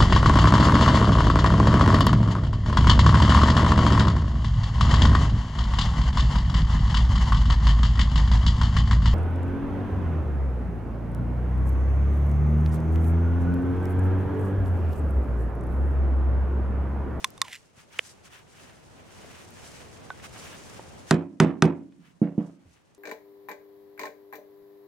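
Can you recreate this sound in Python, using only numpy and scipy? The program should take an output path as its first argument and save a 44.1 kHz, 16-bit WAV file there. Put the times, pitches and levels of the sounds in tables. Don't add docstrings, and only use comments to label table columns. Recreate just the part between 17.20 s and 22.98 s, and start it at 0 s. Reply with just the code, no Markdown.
import sys
import numpy as np
from scipy import signal
from scipy.fft import rfft, irfft
from scipy.io import wavfile

SR = 44100
rng = np.random.default_rng(int(sys.argv[2]) if len(sys.argv) > 2 else 0)


def transcribe(signal):
    frames = np.atleast_2d(signal).T
    limited = np.clip(frames, -1, 1)
    pcm = np.round(limited * 32767).astype(np.int16)
    wavfile.write(sys.argv[1], SR, pcm)


N = 254898
TIME = np.arange(N) / SR
AGE = TIME[:SR]


def undb(db):
    return 10 ** (np.asarray(db) / 20)


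def curves(rows):
    s, *columns = np.transpose(rows)
    return [np.interp(TIME, s, column) for column in columns]


def unit(x):
    return x / np.sqrt(np.mean(x ** 2))


def colour(x, points):
    hz, db = np.transpose(points)
    f = np.maximum(np.fft.rfftfreq(x.shape[-1], 1 / SR), 1)
    gain = undb(np.interp(np.log(f), np.log(hz), db))
    return unit(irfft(rfft(x) * gain, x.shape[-1]))


def band(x, lo_hz, hi_hz, order=2):
    edges = [lo_hz, min(hi_hz, SR / 2 - 1000)]
    return signal.sosfilt(signal.butter(order, edges, "band", fs=SR, output="sos"), x)


def walk(rate):
    steps = rng.standard_normal(4096)
    return np.interp(TIME * rate, np.arange(len(steps)), steps)


def fade(t60):
    return np.exp(-np.log(1000) * AGE / t60)


def ring(modes, contact_s):
    modal_sum = sum(undb(db) * np.sin(2 * np.pi * hz * AGE) * fade(t60) for hz, db, t60 in modes)
    struck = modal_sum * (1 - np.exp(-AGE / contact_s))
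    return signal.sosfilt(signal.butter(2, 0.89 * modes[0][0], "high", fs=SR, output="sos"), struck)


def burst(points, t60):
    return colour(rng.standard_normal(SR), points) * fade(t60)


def snap(s, points):
    pulse = colour(signal.unit_impulse(N, int(s * SR)), points)
    return pulse / np.abs(pulse).max()


def spread(pair, width):
    return (pair[0] + width * np.array([[1], [-1]]) * pair[1]) / np.hypot(1, width)


def place(x, pan_db, lag=0):
    left, right = np.broadcast_to(x, (2, N))
    delayed_left = np.interp(np.arange(N) - lag, np.arange(N), left)
    return np.array([delayed_left * undb(pan_db / 2), right * undb(-pan_db / 2)])


def add(track, s, x):
    i = max(int(s * SR), 0)
    track[..., i:i + x.shape[-1]] += x[..., :N - i]


# (f/Hz, level/dB)
AIR_SPECTRUM = [(25, -24), (50, -9.5), (80, 0), (130, -0.5), (250, -4.5), (500, -6.5), (900, -10.5),
                (1600, -19), (4000, -26.5), (16000, -54)]
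# (t/s, level/dB)
BACKGROUND_LEVEL = [(0, -49.5), (.2, -54.5), (.42, -61), (1, -56), (2.1, -49.5), (3.5, -46), (3.88, -48.5),
                    (3.98, -66.5), (4.9, -65.5), (5.78, -63.5)]


def air(buffet_db=-17):
    level_db, = curves(BACKGROUND_LEVEL)
    rush = colour(spread(rng.standard_normal((2, N)), width=1.0), AIR_SPECTRUM)
    rumble = unit(band(rng.standard_normal((2, N)), 35, 90))
    buffet = undb(buffet_db + 3 * walk(rate=5)) * rumble
    return place((rush + buffet) * undb(level_db + 1.3 * walk(rate=14)), pan_db=0, lag=-5.5)


def swell(s, length):
    rise = 0.49
    phase = np.interp(TIME, [s - rise * length, s, s + (1 - rise) * length], [0, 1, 0])
    return np.sin(np.pi / 2 * phase)


# (f/Hz, level/dB)
LEATHER_SPECTRUM = [(400, -18), (900, -5), (1500, -0.5), (3000, -3.5), (4200, -14), (7000, -23.5)]
CLOTH_SPECTRUM = [(2000, -10.5), (4000, -1), (6000, 3), (9000, -1), (11000, -7), (13000, -16.5),
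                  (16000, -25.5)]
# (t/s at the fastest, length/s, leather level/dB, cloth level/dB)
HAND_STROKES = [(.01, .16, -63, -57), (.33, 0.33, -65, -62.5), (0.6, 0.11, -55.5, -59.5),
                (0.761, 0.13, -51.5, -57), (0.868, .16, -58, -52), (1.062, 0.067, -56, -56.5),
                (1.153, 0.16, -54.5, -60), (1.41, 0.29, -56, -58.5), (2.103, 0.58, -54, -58),
                (2.496, 0.39, -53, -52.5), (3.047, 0.055, -43.5, -49), (3.255, 0.33, -48.5, -51),
                (3.51, 0.33, -53, -55.5), (3.893, 0.076, -50.5, -51), (4.863, .15, -65.5, -73.5),
                (5.239, .22, -83, -73), (5.538, .18, -68, -69.5)]


def gloves(grip_rub_db=-11.5, grip_swish_db=-12, grain_db=1.5, flutter_db=2.0):
    background_db, = curves(BACKGROUND_LEVEL)
    power = undb([background_db + grip_rub_db, background_db + grip_swish_db]) ** 2
    for s, length, rub_db, swish_db in HAND_STROKES:
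        stroke = np.outer(undb([rub_db, swish_db]), swell(s, length))
        power = power + stroke ** 2
    out = 0
    for points, gain in zip((LEATHER_SPECTRUM, CLOTH_SPECTRUM), np.sqrt(power)):
        fibres = spread(rng.standard_normal((2, N)), width=0.79) * undb(grain_db * walk(rate=450))
        out = out + colour(fibres, points) * gain * undb(flutter_db * walk(rate=52))
    return place(out, pan_db=0.5, lag=-1)


# (t/s, level/dB, centre f/Hz, t60/s)
TAPS_AND_BUMPS = [(.074, -55, 10000, 0.014), (.104, -39, 8700, 0.0046), (.281, -42, 800, .03),
                  (0.572, -42.5, 108, 0.061), (1.495, -46.5, 1690, .04), (2.045, -39, 450, 0.039),
                  (2.305, -56, 12000, .03), (2.998, -46.5, 1900, .03), (3.105, -45, 70, 0.29),
                  (3.16, -43, 1200, 0.028), (3.243, -43.5, 70, .15), (3.594, -34.5, 550, 0.027),
                  (4.722, -63, 2200, 0.04), (5.018, -59.5, 8000, 0.016), (5.451, -52, 90, 0.32),
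                  (5.748, -53.5, 5970, 0.021)]


def taps_and_bumps():
    out = np.zeros(N)
    for s, db, hz, t60 in TAPS_AND_BUMPS:
        noise = band(rng.standard_normal(SR), hz / 1.6, hz * 1.6)
        add(out, s, undb(db) * unit(noise) * fade(t60))
    return place(out, pan_db=-1)


def held(s, length, attack_s=0.0052, release_s=0.009):
    attack = np.clip((TIME - s) / attack_s, 0, 1)
    return attack * np.exp(-np.maximum(TIME - s - length, 0) / release_s)


# (start t/s, length/s, level/dB)
STICK_SCRAPES = [(0.24, 0.082, -49), (0.323, 0.038, -41.5)]


def slide(slip_db=5.0, waver=.03, tremble_db=4.5, short_hz=1150, long_hz=580, pull_s=.054,
          tone_db=-49, tone_fade_db_per_s=199):
    slips = rng.standard_normal(N) * undb(slip_db * walk(rate=600))
    scrape = colour(slips, [(600, -32), (1300, -11), (1900, 3.0), (3000, -1), (4500, -9.0),
                            (7000, -8.5), (11000, -15.5), (16000, -24)])
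    pressure = sum(undb(db) * held(s, length) for s, length, db in STICK_SCRAPES)
    start = STICK_SCRAPES[0][0]
    age = np.maximum(TIME - start, 0)
    hz = long_hz + (short_hz - long_hz) * np.exp(-age / pull_s)
    phase = 2 * np.pi * np.cumsum(hz * (1 + waver * walk(rate=270))) / SR
    tone = np.sin(phase) * undb(tremble_db * walk(rate=260))
    tone_gain = (TIME > start) * undb(tone_db - tone_fade_db_per_s * age)
    return place(scrape * pressure + tone * tone_gain, pan_db=-2, lag=1.0)


# (t/s, level/dB, air column f/Hz, relative tick level/dB, tick centre f/Hz)
STICK_CLICKS = [(.0443, -15, 1050, 7, 2300), (.178, -40, 1100, 0, 3000), (.2166, -15, 1080, 8, 4300)]
# (frequency multiple, level/dB, t60/s)
AIR_COLUMN = [(1, -1, .033), (3.32, -1, .019), (5.7, -12, .012), (8.45, -9, .009)]
# (f/Hz, level/dB)
CRACKLE_SPECTRUM = [(400, -45), (1200, -15), (1900, 1), (3000, -14), (4500, -4), (7000, -3.5), (9500, -9.5),
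                    (12000, -14.5), (16000, -42.5)]
# (f/Hz, level/dB)
POP_SPECTRUM = [(150, -47.5), (500, -20), (900, -13), (1500, -10), (2000, -2.5), (3100, -1), (3700, -15),
                (4500, -36.5), (7500, -35.5), (16000, -57)]
# (f/Hz, level/dB, t60/s)
BASE_MODES = [(840, -18.5, 0.0088), (1090, -17, 0.0083), (1496, -27.5, 0.056), (1860, -38, 0.016),
              (3600, -29, 0.0051)]


def shell(seat_db=2, crackle_db=-3, seat_delay_s=.0004, pop_s=.7926, pop_db=-4,
          open_hz=530, open_db=-26, rim_db=-31, stand_s=2.9035):
    out = np.zeros(N)
    for s, db, hz, tick_db, tick_hz in STICK_CLICKS:
        column_modes = [(hz * multiple, mode_db, t60) for multiple, mode_db, t60 in AIR_COLUMN]
        column = ring(column_modes, contact_s=0.00016)
        crackle = undb(crackle_db) * burst(CRACKLE_SPECTRUM, t60=0.015)
        add(out, s, undb(db) * (column + crackle))
        hump = [(tick_hz / 20, -80), (tick_hz / 6, -45), (tick_hz / 1.8, -13), (tick_hz, 0),
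                (tick_hz * 1.5, -13), (16000, -36)]
        out += undb(db + tick_db + seat_db) * snap(s + seat_delay_s, hump)
    out += undb(pop_db) * snap(pop_s, POP_SPECTRUM)
    add(out, pop_s - .004, undb(rim_db) * burst(CRACKLE_SPECTRUM, t60=0.019))
    open_modes = [(0.8 * open_hz, open_db - 7.5, .015), (open_hz, open_db, .014)]
    add(out, pop_s, ring(open_modes, contact_s=.0003))
    add(out, stand_s, ring(BASE_MODES, contact_s=0.00054))
    return place(out, pan_db=-3.5, lag=0.99)


# (f/Hz, level/dB, t60/s)
LOOSE_THINGS = [(50, -39, 0.55), (115, -25.5, .7), (154.5, -17.5, 2.5), (200, -1.5, 0.84), (310, 2, 0.71),
                (434, -5, 0.5), (690, -3.5, 0.37), (1460, -9.5, 0.29), (2200, -15.5, 0.29),
                (3150, -19, 0.23), (4504, -28.5, 0.2), (8100, -30, 0.14), (12000, -46.5, .13),
                (16000, -58.5, .1)]


def rattle(swell_s, width, grain_db=3, ringing_db=3.0):
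    hz, _, t60 = np.transpose(LOOSE_THINGS)
    contacts = spread(rng.standard_normal((2, SR)), width) * undb(grain_db * walk(rate=430)[:SR])
    log_f = np.log(np.maximum(np.fft.rfftfreq(SR, 1 / SR), 1))
    body_hz = np.geomspace(400, 16000, 140)
    body_db = ringing_db * np.interp(log_f, np.log(body_hz), rng.standard_normal(len(body_hz)), left=0)
    spectrum = rfft(colour(contacts, [row[:2] for row in LOOSE_THINGS])) * undb(body_db)
    out = 0
    for share, band_t60 in zip(np.eye(len(hz)), t60):
        band_gain = np.interp(log_f, np.log(hz), share)
        out = out + irfft(spectrum * band_gain, SR) * fade(band_t60)
    return out * (1 - np.exp(-AGE / swell_s))


# (f/Hz, level/dB struck under the block, level/dB struck under the hammer, t60/s)
DECK_MODES = [(94.4, -37, -43, 0.45), (138, -48, -35, 0.39), (168, -11, -21.5, 0.34),
              (196.4, -18, -19.5, 0.25), (217.7, -8.5, -7, 0.087), (253.3, -13, -31.5, 0.18),
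              (279.7, -29.5, -30.5, .55), (297, -16, -15, 0.16), (344.6, -25, -36.5, 0.39),
              (371.8, -20, -40.5, 0.21), (381.1, -19.5, -38, 0.27), (481, -28.5, -31, .24),
              (583, -43.5, -41.5, 0.42), (664, -38.5, -39, 0.28), (740, -42.5, -43.5, .25),
              (836, -37.5, -44.5, 0.26), (1033, -43, -57.5, 0.37)]
# (t/s, relative thump level/dB, relative rattle level/dB)
HAMMER_DROPS = [(5.0163, 0, -14.5), (5.179, -4, -18.5)]


def drop(rattle_db=-22):
    out = np.zeros((2, N))
    deck = ring([(hz, db, t60) for hz, _, db, t60 in DECK_MODES], contact_s=0.0015)
    for s, thump_db, shake_db in HAMMER_DROPS:
        add(out, s, undb(thump_db) * band(deck, 95, 1000))
        soft_rattle = band(rattle(swell_s=0.018, width=.5), 50, 2300, order=1)
        add(out, s, undb(rattle_db + shake_db) * soft_rattle)
    return place(out, pan_db=-3.5)


# (t/s, then relative thump, crack, wood and rattle level/dB)
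HAMMER_BLOWS = [(3.9092, -2, -12.5, -7, -4), (4.2008, -0.5, -15.5, -9, 0.5),
                (4.4222, -0.5, -16.5, -6.5, -3)]
# (delay t/s, relative level/dB)
BLOCK_HOPS = [(0, 0.5), (0.0186, -10), (0.0326, -5)]
# (f/Hz, level/dB, t60/s)
BLOCK_MODES = [(663, -12, 0.062), (793, -9.5, .028), (970, -5, 0.019), (1214, -4.5, 0.018),
               (1342, -5.5, 0.0149), (1487, -9.5, 0.03), (1837, -10.5, 0.017), (2478, -14.5, .012),
               (3570, -13.5, 0.012)]
# (f/Hz, level/dB)
CRACK_SPECTRUM = [(500, -24.5), (1500, 5.5), (2500, -2), (4000, -1.5), (6000, -1), (8000, -5), (9800, -9.5),
                  (11500, -21.5), (16000, -33)]


def hammer(wood_delay_s=0.001697, deck_delay_s=.0027, rattle_db=-22, hop_tick_db=-40, waver_db=2.5):
    strike, boom = np.zeros(N), np.zeros((2, N))
    deck = ring([(hz, db, t60) for hz, db, _, t60 in DECK_MODES], contact_s=0.0016)
    for s, thump_db, crack_db, wood_db, shake_db in HAMMER_BLOWS:
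        add(strike, s, undb(crack_db) * burst(CRACK_SPECTRUM, t60=0.015))
        add(strike, s + wood_delay_s, undb(wood_db) * ring(BLOCK_MODES, contact_s=0.00016))
        wavering = deck * undb(waver_db * walk(rate=79)[:SR] * (1 - fade(t60=0.23)))
        for delay, db in BLOCK_HOPS:
            add(boom, s + deck_delay_s + delay, undb(thump_db + db) * wavering)
            add(strike, s + delay, undb(hop_tick_db) * burst(CRACK_SPECTRUM, t60=0.026))
        add(boom, s, undb(rattle_db + shake_db) * rattle(swell_s=0.0013, width=.5))
    return place(strike, pan_db=-1.5, lag=1) + place(boom, pan_db=-3.5)


def scene():
    return air() + gloves() + taps_and_bumps() + slide() + shell() + drop() + hammer()


def record(dry, ceiling=0.73, top_hz=16200):
    rounded = dry / (1 + (dry / ceiling) ** 4) ** (1 / 4)
    return signal.sosfilt(signal.ellip(8, .2, 70, top_hz, fs=SR, output="sos"), rounded)


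dry = scene()
out = record(dry)
transcribe(out)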